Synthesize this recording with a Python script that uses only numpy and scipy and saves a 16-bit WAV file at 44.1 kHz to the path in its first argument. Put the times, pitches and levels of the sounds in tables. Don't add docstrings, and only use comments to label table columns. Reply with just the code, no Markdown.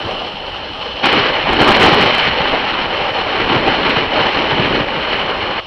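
import sys
import numpy as np
from scipy import signal
from scipy.fft import rfft, irfft
from scipy.io import wavfile

SR = 44100
rng = np.random.default_rng(int(sys.argv[2]) if len(sys.argv) > 2 else 0)


def ratio_of_db(decibels):
    return 10 ** (np.asarray(decibels, float) / 20)


def master(y):
    cut = np.clip(np.atleast_2d(y).T, -1, 1)
    pcm = np.round(cut * 32767)
    wavfile.write(sys.argv[1], SR, pcm.astype(np.int16))


N = 249667

MEAN_WIND_DB = -16

# time in seconds, wind strength in dB,
# eddy size in dB (heavy and low when high), shear at the port edge in dB (bright when high).
DRAUGHT = [
    (0.0, -20.5, 2.5, 2),
    (0.22, -20.5, -1, -2),
    (0.34, -26.5, -4, 3.5),
    (0.6, -24.5, 0.5, 1.5),
    (1.02, -24.5, -5.5, 0),
]
# time in seconds, wind strength, eddy size and shear in dB.
WIND = [(1.04, -11.5, 2, 1.5), (1.2, -12, 1.5, -1), (1.33, -17, -2.5, 0.5), (1.45, -18.5, 1.5, 2),
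        (1.64, -12.5, 2, -1.5), (2.05, -10, 1.5, -1.5), (2.17, -16.5, -6.5, 2), (2.45, -14.5, 1.5, 0),
        (2.65, -18, -2, 0.5), (3.15, -17.5, -4, -2), (3.5, -16, 1.5, -0.5), (3.97, -15, 1.5, 1),
        (4.3, -15, -1, -1.5), (4.75, -15.5, 4.5, 1), (4.9, -18.5, -0.5, -1), (5.15, -19, -1.5, 0),
        (5.32, -18, -0.5, -3), (5.6, -19.5, -1, 0)]
# time in seconds, wind strength, eddy size and shear in dB.
STILL = [
    (5.6, -34, -3, 0),
    (5.66, -34, -3, 0),
]
# thump, rush, hiss and wheel roar in dB.
WINDOW = (-32, -20, -28.5, -21)
OUTSIDE = (-26.5, -19.5, -19.5, -26.5)
SHELTERED = (-39, -19, -25, -15)
FOLLOWS_WIND = (0.9, 0.94, 1.12, 1.09)
FOLLOWS_SIZE = (1.6, -0.19, -0.17, -0.65)
FOLLOWS_SHEAR = (0.12, -0.093, 1.2, 0.34)


def airstream():
    wind_db, size_db, shear_db = in_time([DRAUGHT, WIND, STILL])
    place_db = in_time([[(0, *place)] for place in (WINDOW, OUTSIDE, SHELTERED)])
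    swing_db = np.outer(FOLLOWS_WIND, wind_db - MEAN_WIND_DB)
    swing_db += np.outer(FOLLOWS_SIZE, size_db)
    swing_db += np.outer(FOLLOWS_SHEAR, shear_db)
    return wind_db, place_db + swing_db + buffets()


# time in seconds, strength in dB, length in seconds,
# reach into the treble from 0 to 1.
BUFFETS = [(0.071, 7, 0.014, 0.08), (0.186, 1, 0.01, 0), (1.051, -1, .025, 0.3), (1.106, -10, .015, 0.2),
           (1.15, 3, 0.028, 0.3), (1.416, 0, 0.04, 0.27), (1.514, 8.5, 0.026, 0.4), (1.612, 7.5, 0.014, .5),
           (1.698, 7.5, .03, 0.6), (1.733, -2.5, .015, 0.7), (1.852, 7, 0.033, 0.6),
           (2.004, 3.5, 0.021, 0.2), (2.362, -3.5, .02, 1), (2.538, 3.5, 0.015, 0.5),
           (3.145, -2.5, 0.031, 1), (3.405, 7, 0.01, 0.2), (3.526, 7, 0.037, 0.28), (3.61, 3.5, 0.026, 0),
           (3.682, 7, 0.013, 0.5), (3.867, 7.5, 0.0069, 0.1), (4.025, 3, .03, 0.2), (4.099, -5.5, 0.042, 1),
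           (4.196, 4.5, 0.062, 0.63), (4.314, -16, 0.017, 0.11), (4.378, 5, .02, 0.2),
           (4.598, 4.5, 0.0067, 0.15), (4.8, 3.5, .02, 0.2), (4.852, -2, 0.016, 0.6),
           (4.976, 8.5, 0.0067, 0.02), (5.175, 3, 0.055, 1)]


def buffets():
    t = np.arange(N) / SR
    swell_db = np.zeros((4, N))
    brightness = np.array([[0], [.5], [1], [1]])
    for s, strength_db, length_s, reach in BUFFETS:
        near = slice(max(int((s - .2) * SR), 0), int((s + .2) * SR))
        bell_db = strength_db * np.exp(-.5 * ((t[near] - s) / max(length_s, .008)) ** 2)
        swell_db[:, near] += np.clip(reach, 0, 1.3) ** brightness * bell_db
    return swell_db


# frequency in Hz, density in dB per Hz.
THUMP = [(40, -22.5), (80, -9), (150, -5), (260, 1), (400, 0.5), (600, -22.5)]


def thump(gust, level_db):
    noise = turbulence(THUMP, gust, gust_db=.5, own_db=.8, crackle=.2, per_s=150)
    return in_housing(noise, level_db - 1.2)


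# frequency in Hz, density in dB per Hz.
RUSH = [(130, -22), (280, -5.5), (500, 3.5), (800, 5), (1150, -2), (1500, -6), (2500, -32)]


def rush(gust, level_db):
    noise = turbulence(RUSH, gust, gust_db=0.51, own_db=1.75, crackle=0.31, per_s=330)
    return in_housing(noise, level_db + 0.8)


# frequency in Hz, density in dB per Hz.
HISS = [(700, -34), (1200, 16.5), (1900, 2), (2600, 23.5), (3600, -13), (5000, -25), (6500, -15)]


def hiss(gust, level_db):
    noise = turbulence(HISS, gust, gust_db=1.05, own_db=.5, crackle=0.3, per_s=700)
    return in_housing(noise, level_db - 0.2)


def turbulence(spectrum, gust, gust_db, own_db, crackle, per_s):
    edges = 20 * 2 ** np.arange(0, 8.6, .5)
    happens = rng.random(N) < per_s / SR
    click_size = ratio_of_db(6.0 * np.minimum(rng.exponential(1, N), 4))
    clicks = happens * click_size * rng.choice([-1, 1], N)
    white = rng.standard_normal((2, N)) + crackle * rms_one(clicks)
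    out = np.zeros(N)
    for k, (low, high) in enumerate(zip(edges, edges[1:])):
        hz = np.sqrt(low * high)
        if spectrum[0][0] <= hz <= spectrum[-1][0]:
            band_pass = signal.butter(2, [low, high], "band", fs=SR, output="sos")
            band = signal.sosfilt(band_pass, white[k % 2])
            out += band * ratio_of_db(at_hz(spectrum, hz) + gust_db * gust + own_db * drift(11))
    return out


# time in seconds, peak in dB, pitch in Hz.
THUDS = [(0.059, -22, 98), (0.703, -33, 92), (1.069, -24, 142), (1.159, -23, 152), (1.201, -24.5, 110),
         (1.618, -15, 138), (1.929, -12, 141), (2.065, -22, 150), (2.282, -20, 172), (2.413, -22.5, 156),
         (3.017, -24, 140), (3.117, -29, 115), (3.503, -23, 120), (3.567, -14, 134), (3.694, -21.5, 126),
         (3.977, -17.5, 142), (4.214, -19, 140), (4.53, -19, 136), (4.6, -13, 143), (4.66, -18, 154),
         (4.81, -14.5, 145), (5.436, -26, 85)]


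def thuds():
    half, length_cycles = 1500, .6
    out = np.zeros(N)
    for s, peak_db, hz in THUDS:
        turns = np.arange(-half, half) / SR * hz
        bell = np.exp(-.5 * (turns / length_cycles) ** 2)
        push = bell * np.cos(2 * np.pi * (turns + rng.random()))
        middle = int(s * SR)
        out[middle - half:middle + half] += ratio_of_db(peak_db + 1) * push
    return out


# time in seconds, peak in dB.
POPS = [(0.7554, -11.9), (1.1978, -1.5), (1.2397, -2.1), (1.3016, -2.2), (1.5033, -1.0), (2.1245, -1.9),
        (2.2298, -1.0), (2.2704, -1.9), (2.4558, -3), (2.8141, -5.0), (2.8439, -3.7), (3.2697, -5.7),
        (3.4045, -4.4), (3.4986, -2.0), (3.64, -2.2), (3.6748, -1.2), (3.724, -2.6), (3.8795, -1.1),
        (3.9669, -2.0), (4.0251, -2.8), (4.3726, -0.8), (4.4086, -2.6), (4.5145, -2.8), (4.584, -2.0),
        (4.7127, -1.9), (4.7284, -2.2), (4.8061, -2.4), (4.8866, -4.0), (5.1313, -3.3), (5.1433, -1.8)]


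def pops(wind_db):
    stray = rng.uniform(0, 1, (35, 2))
    stray_s = .05 + 5.5 * stray[:, 0]
    stray_db = wind_db[(stray_s * SR).astype(int)] + 11 + 2 * stray[:, 1]
    s, peak_db = np.transpose(POPS)
    heights = np.minimum(ratio_of_db(np.r_[peak_db, stray_db]), .85)
    return np.r_[s, stray_s], heights


# time in seconds, click level in dB, number of quick repeats.
SLAPS = [(1.0584, -31, 0), (1.0649, -29, 0), (1.1299, -30, 0), (1.5336, -28, 0), (1.6144, -20, 2),
         (1.632, -29, 0), (1.6458, -33, 0), (1.6785, -24, 0), (1.6839, -22, 2), (1.7083, -24, 0),
         (1.7178, -25, 2), (1.7633, -30, 0), (1.7697, -23, 0), (1.8011, -28, 0), (1.81, -25, 0),
         (1.8162, -28, 1), (1.8258, -24, 0), (1.83, -22, 2), (1.841, -21, 0), (1.8475, -26, 2),
         (1.8624, -28, 2), (1.8941, -27, 0), (1.9323, -30, 0), (1.9456, -28, 0), (2.0129, -24, 0),
         (2.0271, -29, 0), (2.0612, -32, 0), (2.1499, -31, 0), (2.1837, -28, 0), (3.8961, -38, 0)]


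def slaps():
    spacing_s, repeat_db = .0035, -29
    hits = []
    for s, click_db, repeats in SLAPS:
        hits.append((s, click_db))
        for k in range(1, repeats + 1):
            later_s = s + k * spacing_s * rng.uniform(.85, 1.15)
            hits.append((later_s, repeat_db + rng.normal(0, 2)))
    times, clicks_db = np.transpose(hits)
    return times, 1 + ratio_of_db(1.5 * clicks_db + 26)


def lift(air, times, heights, width_s):
    half = 80
    u = np.arange(-half, half) / SR / width_s
    hump = np.exp(-.5 * u ** 2) * (1 - 0.3 * u ** 2)
    pushes = np.zeros(N)
    for s, height in zip(times, heights):
        i = round(s * SR)
        pushes[i - half:i + half] += (np.sign(air[i]) * height - air[i]) * hump
    return air + port_cut(pushes)


def sharpen(air, wind_db):
    high_pass = signal.butter(4, 3700, "high", fs=SR, output="sos")
    top = signal.sosfiltfilt(high_pass, air)
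    extra_db = 0.45 * np.maximum(wind_db - MEAN_WIND_DB, -1)
    return air + top * (ratio_of_db(extra_db) - 1)


# frequency in Hz, density in dB per Hz.
ROAR = [(200, -37), (600, -14), (1100, -17.5), (1700, -21.5), (2700, 3), (3600, -6), (5200, -40.5),
        (6500, -10.5)]
# frequency in Hz, width in Hz, gain in dB.
WHEEL_RING = [(5280, 500, 5), (3750, 500, -5), (1800, 700, -5)]


def wheel_roar(gust, level_db):
    noise = turbulence(ROAR, gust, gust_db=1.1, own_db=0.0, crackle=0.31, per_s=800)
    return in_housing(modes(noise, WHEEL_RING), level_db + 0.06)


# frequency in Hz, density in dB per Hz.
RUMBLE = [(20, -7), (35, -8), (70, -10), (140, -12.5), (240, -14), (400, -27)]


def carriage_rumble(gust, thump_db):
    noise = turbulence(RUMBLE, gust, gust_db=-1.5, own_db=2.2, crackle=.05, per_s=50)
    return in_housing(noise, -35 + 0.28 * (thump_db + 32.5))


# frequency in Hz, width in Hz, gain in dB.
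HOUSING = [(3009, 405, 9.5), (3385, 620, -6), (4240, 440, 9.5), (4610, 560, -3.5)]


def in_housing(layer, level_db):
    return ratio_of_db(level_db) * rms_one(modes(layer, HOUSING))


def stiffen(air):
    bend = np.maximum(np.abs(air) - .68, 0)
    return air - np.sign(air) * (bend - .2 * np.tanh(bend / .2))


# frequency in Hz, gain in dB.
PORT = [(5700, 0), (5950, -3), (6150, -13), (6320, -24), (6420, -70)]


def port_cut(x):
    hz = np.maximum(np.fft.rfftfreq(N, 1 / SR), 1)
    return irfft(rfft(x) * ratio_of_db(at_hz(PORT, hz)), N)


# frequency in Hz, density in dB per Hz.
FIZZ = [(6560, -46), (6680, -12), (7300, 1.5), (7800, -4.5), (8300, -9.5), (8900, -3), (9300, -7),
        (9900, -6.5), (10400, -19), (11500, -20.5), (13000, -34.5)]


def fizz(follow_db):
    hz = np.maximum(np.fft.rfftfreq(N, 1 / SR), 1)
    haze = irfft(rfft(rng.standard_normal(N)) * ratio_of_db(at_hz(FIZZ, hz)) * (hz > 6600), N)
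    haze = peak(haze, hz=7490, width=150, gain_db=-16)
    return rms_one(haze) * ratio_of_db(-66 + follow_db + 1.9 * drift(5.9))


def self_noise():
    high_pass = signal.butter(8, 9000, "high", fs=SR, output="sos")
    return ratio_of_db(-79) * signal.sosfilt(high_pass, rng.standard_normal(N))


# start in seconds, end in seconds.
CUTS = [
    (1.02, 1.04),
    (5.601, 5.604),
]


def in_time(shots):
    t = np.arange(N) / SR
    levels = []
    for rows in shots:
        s, *columns = np.transpose(rows)
        levels.append(np.array([np.interp(t, s, column) for column in columns]))
    out = levels[0]
    for cut, after in zip(CUTS, levels[1:]):
        out = out + (after - out) * np.interp(t, cut, [0, 1])
    return out


def drift(rate):
    r = np.exp(-40 * np.pi * rate / SR)
    noise = rng.standard_normal(N // 20 + 2002)
    slow = signal.lfilter([1], [1, -2 * r, r * r], noise)[2000:]
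    return np.interp(np.arange(N) / 20, np.arange(len(slow)), rms_one(slow))


def modes(x, table):
    for mode in table:
        x = peak(x, *mode)
    return x


def peak(x, hz, width, gain_db):
    w = 2 * np.pi * hz / SR
    a = ratio_of_db(gain_db / 2)
    k = np.sin(w) * width / hz / 2
    turn = -2 * np.cos(w)
    return signal.lfilter([1 + k * a, turn, 1 - k * a], [1 + k / a, turn, 1 - k / a], x)


def at_hz(points, hz):
    table_hz, db = np.transpose(points)
    return np.interp(np.log(hz), np.log(table_hz), db)


def rms_one(x):
    return x / np.sqrt(np.mean(x ** 2) + 1e-20)


def scene():
    wind_db, (thump_db, rush_db, hiss_db, roar_db) = airstream()
    gust = drift(21) + drift(90)
    air = thump(gust, thump_db) + rush(gust, rush_db) + hiss(gust, hiss_db) + thuds()
    air += wheel_roar(gust, roar_db) + carriage_rumble(gust, thump_db)
    air = sharpen(air, wind_db)
    air = port_cut(stiffen(air))
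    air = peak(air, hz=698, width=16, gain_db=-22)
    air = lift(air, *pops(wind_db), width_s=.00012)
    air = lift(air, *slaps(), width_s=.00011)
    return (air + fizz(.5 * (roar_db + 24)) + self_noise())[None]


def band_limit(x):
    return signal.sosfilt(signal.butter(12, 15800, fs=SR, output="sos"), x)


def record(dry):
    mix = np.clip(dry, -.99, .99)
    return band_limit(mix)


dry = scene()
out = record(dry)
master(out)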